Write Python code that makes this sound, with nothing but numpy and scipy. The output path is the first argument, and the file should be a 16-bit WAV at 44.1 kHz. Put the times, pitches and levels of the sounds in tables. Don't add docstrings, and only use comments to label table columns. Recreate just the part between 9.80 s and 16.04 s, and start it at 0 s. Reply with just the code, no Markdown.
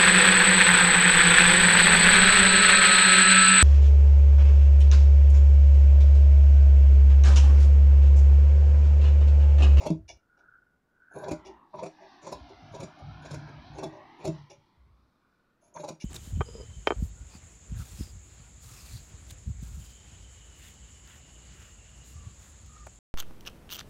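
import sys
import numpy as np
from scipy import signal
from scipy.fft import rfft, irfft
from scipy.io import wavfile
from scipy.ndimage import uniform_filter1d, map_coordinates

SR = 44100
rng = np.random.default_rng(int(sys.argv[2]) if len(sys.argv) > 2 else 0)


def int16_out(signal):
    q = np.round(np.clip(np.atleast_2d(signal).T, -1, 1) * 32767)
    wavfile.write(sys.argv[1], SR, q.astype(np.int16))


N = 275184
T = np.arange(N) / SR
RING = T[:SR // 3]
SQUEEZE_PEAK_S, USUAL_BITE_HZ = 0.06, 555

# f/Hz, level/dB, t60/s
BOARD_MODES = [(161, -1.5, 0.15), (228, -5.5, 0.061), (317.4, 0.5, 0.16), (386.2, 2, 0.1),
               (538.4, -2.5, 0.088), (605, 4, 0.075), (653.4, -2.5, 0.12), (818, -2.5, 0.051),
               (859, -8, 0.066), (920, -5, 0.14), (989.4, 3, 0.079), (1083, 3.5, 0.0248),
               (1497, -10, 0.022)]
# f/Hz, level/dB, t60/s
BLADE_MODES = [(2130, -7.5, 0.14), (2423, 10, 0.021), (2680, -1, 0.078), (3446, 6.5, 0.043),
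               (3820, 11, 0.019), (4400, 4, 0.052), (4860, 0, 0.04), (5330, 7.5, 0.028), (5720, 3.5, 0.083),
               (7050, 7.5, 0.016), (7100, -2, 0.0093)]


def undb(db):
    return 10 ** (np.asarray(db) / 20)


def unit(x):
    return x / np.sqrt(np.mean(x ** 2))


def punch(x):
    return x / np.sqrt(uniform_filter1d(x ** 2, SR // 100).max())


def add(out, s, x):
    i = int(s * SR)
    x, i = x[max(-i, 0):], max(i, 0)
    out[i:i + len(x)] += x[:N - i]


def gains(rows):
    s, *columns = np.transpose(rows)
    fade_db = -90 * np.maximum(s[0] - T, 0)
    return [undb(np.interp(T, s, db) + fade_db) for db in columns]


def walk(per_s):
    count = int(T[-1] * per_s) + 2
    return np.interp(T * per_s, np.arange(count), rng.standard_normal(count))


def colour(x, points, size=4096):
    hz, db = np.transpose(points)
    curve_db = np.interp(np.log(np.fft.rfftfreq(size, 1 / SR) + 1), np.log(hz), db)
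    cepstrum = irfft(np.log(undb(curve_db)))
    cepstrum[1:size // 2] *= 2
    cepstrum[size // 2 + 1:] = 0
    return signal.fftconvolve(x, irfft(np.exp(rfft(cepstrum))))[:len(x)]


def band(x, lo_hz, hi_hz, order=2):
    sos = signal.butter(order, [lo_hz, min(hi_hz, SR / 2 - 1)], "band", fs=SR, output="sos")
    return signal.sosfilt(sos, x)


def ring(push, modes, scatter_db, detune=0.0069):
    hz, db, t60 = np.transpose(modes)[:, :, None]
    hz = hz * (1 + detune * rng.standard_normal(hz.shape))
    weight = undb(db + scatter_db * rng.standard_normal(hz.shape)) * rng.choice([-1, 1], hz.shape)
    response = np.sum(weight * np.sin(2 * np.pi * hz * RING) * 1000 ** (-RING / t60), axis=0)
    return signal.fftconvolve(push, response)[:len(push)]


def room(x, t60_s=0.18, wet_db=-9.5):
    tail = band(rng.standard_normal(len(RING)), 14, 9700) * undb(-60 * RING / t60_s) * (RING > .004)
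    return x + undb(wet_db) * signal.fftconvolve(x, tail / np.linalg.norm(tail))[:len(x)]


def slips(force, per_s, scatter_db):
    size = len(force)
    impulses = (rng.random(size) < per_s / SR) * rng.choice([-1, 1], size)
    return force * impulses * undb(scatter_db * rng.standard_normal(size))


def stroke(length, rise_s, fall_s, t=RING):
    return (1 - np.exp(-(t / rise_s) ** 2)) * np.exp(-np.maximum(t - length, 0) / fall_s)


def squeeze(width_s, peak_s=SQUEEZE_PEAK_S):
    return 1 / np.cosh(np.minimum(np.abs(RING - peak_s) / width_s, 20))


def steel(snaps, blade_db):
    # f/Hz, level/dB
    snap_eq = [(700, 3.5), (1300, 3.5), (1800, -10), (2400, 5.5), (3050, -15.5), (3800, -1.5), (5500, -5),
               (7000, 2), (7900, -16.5), (8700, -9.5), (10900, -11.5), (13000, -24.5), (14800, -29)]
    top_hz = 13000 * undb(0.81 * (blade_db + 46.5))
    crack = band(colour(snaps, snap_eq), 350, top_hz, order=4)
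    blades = ring(snaps, BLADE_MODES, scatter_db=5.5, detune=.004)
    return undb(blade_db) * punch(room(unit(blades) + undb(4) * unit(crack)))


def bite(cut, tug, board_db, blade_db, hz):
    damped_modes = [(f, db, t60 * 0.9) for f, db, t60 in BOARD_MODES]
    wood = ring(slips(tug, per_s=1800, scatter_db=1), damped_modes, scatter_db=5.5)
    board = punch(room(band(wood, hz * 0.66, hz * 1.576, order=3)))
    body_db = -9.5 - 18.5 * np.log2(hz / USUAL_BITE_HZ)
    body = undb(body_db) * punch(band(wood, 59, 207, order=3))
    snaps = slips(cut, per_s=2600, scatter_db=2.5)
    return undb(board_db) * (board + body) + steel(snaps, blade_db)


def sing(rub, tilt_db=0, rise_per_s=0.58):
    # f/Hz, level/dB, t60/s
    high_modes = [(6294, 2, 0.014), (6800, 1.5, 0.011), (9830, -2, 0.012), (10510, 6, 0.0052)]
    tilted = [(hz, db + tilt_db * np.log2(hz / high_modes[0][0]), t60) for hz, db, t60 in high_modes]
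    edge = ring(rub, high_modes, scatter_db=1, detune=0.004)
    rung = ring(edge, tilted, scatter_db=1, detune=0.004)
    quickening_time = RING + rise_per_s * RING ** 2 / 2
    return punch(map_coordinates(rung, [quickening_time * SR]))


def cutting(bite_s=0.017):
    # t/s, closing time/s, board/dB, blades/dB, singing/dB, its tilt/(dB per octave)
    closings = [(-.02, 0.086, -37.5, -51.5, -71, 7), (1.328, 0.2, -39, -62, -57.5, 13),
                (1.928, 0.11, -44.5, -65, -75.5, 10), (2.408, 0.091, -45, -54.5, -67, -11),
                (2.912, 0.11, -45.5, -60, -67, -5), (3.41, 0.13, -60, -58.5, -68, -4),
                (3.93, 0.12, -47, -60.5, -66, -6), (4.379, 0.068, -48.5, -57.5, -76, -2),
                (5.934, 0.18, -45, -64.5, -55, -12)]
    # t/s, board/dB, blades/dB, board brightness/Hz
    bites = [(.035, -56, -52.5, 486), (.069, -28, -42.5, 554), (1.372, -41, -65, 505),
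             (1.443, -36.5, -53, 570), (1.489, -33.5, -48.5, 520), (1.519, -31.5, -43.5, 478),
             (1.95, -38.5, -64, 716), (1.994, -39, -53, 640), (2.038, -33, -48, 607),
             (2.065, -40.5, -50, 570), (2.475, -39, -50.5, 695), (2.529, -34.5, -44.5, 576),
             (2.951, -42.5, -51.5, 553), (3.008, -43, -48, 466), (3.037, -39, -48.5, 440),
             (3.46, -46, -52.5, 577), (3.515, -47, -47.5, 599), (3.545, -43, -47, 507),
             (3.99, -38, -49, 570), (4.039, -34, -44, 538), (4.457, -32.5, -43, 500),
             (4.479, -30.5, -44.5, 434), (5.965, -39, -56, 693), (5.982, -48.5, -70, 1750),
             (6.005, -41.5, -55, 550), (6.046, -37, -50, 594), (6.091, -39, -42, 600)]
    out = np.zeros(N)
    for s, closing_s, board_db, blade_db, singing_db, tilt_db in closings:
        force = stroke(closing_s, rise_s=0.02, fall_s=0.021)
        contact = stroke(closing_s * 0.51, rise_s=0.0069, fall_s=0.016)
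        rub = slips(contact, per_s=6000, scatter_db=8.5)
        crunch = bite(force, force, board_db, blade_db, USUAL_BITE_HZ)
        add(out, s, crunch + undb(singing_db) * sing(rub, tilt_db))
    for s, board_db, blade_db, hz in bites:
        cut = squeeze(bite_s * 0.28)
        tug = squeeze(bite_s * 0.26, peak_s=SQUEEZE_PEAK_S - .006)
        add(out, s - SQUEEZE_PEAK_S, bite(cut, tug, board_db, blade_db, hz))
    return out


def room_tone(level_db=-73.5):
    # f/Hz, level/dB
    air_eq = [(30, -4), (250, -6), (700, -15), (1500, -18), (2500, -29), (9000, -38), (15000, -39)]
    return undb(level_db) * unit(colour(rng.standard_normal(N), air_eq))


def knocks():
    # t/s, thud/dB, brightness/Hz, steel click/dB
    hits = [(0.102, -20.5, 263, -48), (1.53, -39, 310, -52.5), (3.04, -40.5, 209, -74),
            (4.053, -36.5, 394, -64), (4.486, -29, 230, -70), (6.099, -39, 204, -67)]
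    out = np.zeros(N)
    for s, db, hz, click_db in hits:
        push = RING * np.exp(-RING / 0.001)
        thud = band(ring(push, BOARD_MODES, scatter_db=2), hz * .5, hz * 2.6)
        chatter = slips(stroke(.002, rise_s=0.00098, fall_s=0.0044), per_s=4600, scatter_db=3)
        add(out, s, undb(db) * punch(room(thud)) + steel(chatter, click_db))
    return out


def table_rumble():
    # t/s, length/s, level/dB
    shoves = [(2.818, 0.18, -50), (3.221, 0.16, -47), (3.513, 0.18, -45), (3.9, 0.22, -52.5),
              (4.496, 0.098, -49)]
    # t/s, level/dB
    thumps = [(0.13, -45), (1.567, -54), (2.619, -45), (3.294, -45.5), (3.852, -47), (5.059, -56)]
    low_modes = [(113.4, 3.5, 0.14), (144.3, 5.0, 0.29), (224.4, -12, 0.084)]  # f/Hz, level/dB, t60/s
    judder = slips(np.ones(N), per_s=220, scatter_db=5.5)
    drag = ring(judder, low_modes, scatter_db=3.5)
    speed = sum(undb(db) * stroke(length, rise_s=0.0043, fall_s=0.1, t=np.maximum(T - s, 0))
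                for s, length, db in shoves)
    out = speed * unit(band(drag, 38, 260))
    for s, db in thumps:
        push = slips(squeeze(width_s=0.11), per_s=1000, scatter_db=2.5)
        sway = band(ring(push, [(58.3, 0, 0.25)], scatter_db=0), 83, 180)
        add(out, s - SQUEEZE_PEAK_S - .03, undb(db) * punch(sway))
    return out


def blade_echoes(rub, echo_s=.00178, shrink_per_s=0.78, reflect=0.64):
    lag = echo_s * np.exp(-shrink_per_s * RING)
    return sum(reflect ** k * map_coordinates(rub, [(RING - k * lag) * SR]) for k in range(4))


def scraping():
    # t/s, scrape/dB, singing/dB, board/dB, length/s
    slides = [(0.276, -46.5, -66, -48, 0.02), (0.561, -75, -94.5, -67.5, 0.06),
              (1.303, -90, -75, -60.5, 0.0055), (1.641, -55, -71.5, -43, 0.04),
              (2.196, -70, -100, -50, 0.053), (2.677, -66, -85, -48.5, 0.024),
              (3.175, -69, -78.5, -54.5, 0.015), (3.668, -73, -76, -55.5, 0.012),
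              (4.107, -69, -96, -48.5, 0.098), (4.693, -54.5, -69.5, -51, 0.0045),
              (5.804, -79, -70, -64.5, 0.12), (6.195, -49.5, -57.5, -60.5, 0.022)]
    # f/Hz, level/dB
    scrape_eq = [(1200, -21.5), (2300, 18), (2850, 15), (3150, 1), (3500, 11.5), (4300, 5), (5650, 18.5),
                 (6250, 10.5), (6700, 9), (7600, -17), (10700, -8), (13000, -61)]
    # f/Hz, level/dB
    hollow_eq = [(220, -20.5), (410, -2), (520, -6), (860, -1), (1300, -31.5)]
    out = np.zeros(N)
    for s, scrape_db, singing_db, board_db, length in slides:
        rub = slips(stroke(length * .7, rise_s=.015, fall_s=.016), per_s=1800, scatter_db=4)
        rasp = unit(blade_echoes(colour(rub, scrape_eq)))
        blades = unit(ring(rub, BLADE_MODES, scatter_db=12))
        scrape = punch(room(rasp + undb(-14) * blades))
        push = slips(stroke(length, rise_s=0.013, fall_s=0.018), per_s=2000, scatter_db=6.5)
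        wood = ring(push, BOARD_MODES, scatter_db=2, detune=0.032)
        board = punch(room(colour(wood, hollow_eq)))
        add(out, s, undb(scrape_db) * scrape + undb(singing_db) * sing(rub) + undb(board_db) * board)
    return out


def hollow_rub(core_hz=45, skirt_hz=180, broadens_db=-54):
    # t/s, level/dB, resonance/Hz
    glide = [(.38, -78.5, 1415), (0.509, -70, 1440), (.66, -60, 1462), (0.756, -58, 1468),
             (0.802, -64.5, 1463), (1.04, -83.5, 1460), (1.228, -62.5, 1493), (1.451, -52, 1564),
             (1.72, -76.5, 1243), (1.83, -58, 1110), (1.95, -87, 1100), (3.201, -65.5, 1182),
             (3.48, -56.5, 1577), (3.662, -62, 1405), (3.899, -67, 1036), (5.202, -100, 1486),
             (5.45, -76.5, 1463), (5.951, -86, 1468)]
    s, _, hz = np.transpose(glide)
    gain, = gains([row[:2] for row in glide])
    carrier = np.cos(2 * np.pi * np.cumsum(np.interp(T, s, hz)) / SR)
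    core = unit(carrier * band(rng.standard_normal(N), 0.79, core_hz))
    skirt = unit(carrier * band(rng.standard_normal(N), 0.79, skirt_hz, order=4))
    breadth = np.sqrt(gain / undb(broadens_db))
    return gain * (core + breadth * skirt) / np.hypot(1, breadth)


def patchy(x, spread_db=3, per_s=9):
    spectrum = rfft(x)
    half_octave = 2 * np.log2(np.fft.rfftfreq(N, 1 / SR) + 1)
    bands = (irfft(spectrum * np.maximum(1 - abs(half_octave - k), 0), N) for k in range(15, 28))
    return sum(undb(spread_db * walk(per_s)) * part for part in bands)


def swirling_wash(nearest_s=3.266, passing_s=1.465):
    # t/s, roar/dB, hiss/dB
    levels = [(1.6, -55, -70), (1.72, -55.5, -100), (2.0, -72.5, -66.5), (2.2, -58.5, -68.5),
              (2.65, -56.5, -62), (3.27, -53.5, -66.5), (3.62, -53, -60), (4.15, -54.5, -68.5),
              (4.58, -57.5, -65.5), (4.78, -72.5, -77.5), (5.8, -75, -89)]
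    # f/Hz, level/dB
    wash_eq = [(290, 7), (470, -8), (850, -0.5), (1500, -10), (2200, -12), (4000, -5), (6000, -14),
               (7500, -52.5)]
    roar_gain, hiss_gain = gains(levels)
    wash = patchy(colour(rng.standard_normal(N), wash_eq))
    nearness = 1 / np.hypot(1, (T - nearest_s) / passing_s)
    for share, lag_s in [(.7, .0012), (.55, .003)]:
        lag = lag_s * nearness * (1 + .08 * walk(per_s=4))
        wash = wash + share * map_coordinates(band(wash, 20, 2400), [(T - lag) * SR])
    roar = unit(band(wash, 230, 2300, order=3))
    hiss = unit(band(wash, 1786, 9950, order=5))
    return roar_gain * roar + hiss_gain * hiss


def scene():
    return (cutting() + knocks() + scraping() + hollow_rub() + table_rumble() + swirling_wash()
            + room_tone())[None]


def record(dry, top_hz=15500):
    return signal.sosfilt(signal.ellip(8, .2, 70, top_hz, fs=SR, output="sos"), dry)


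dry = scene()
out = record(dry)
int16_out(out)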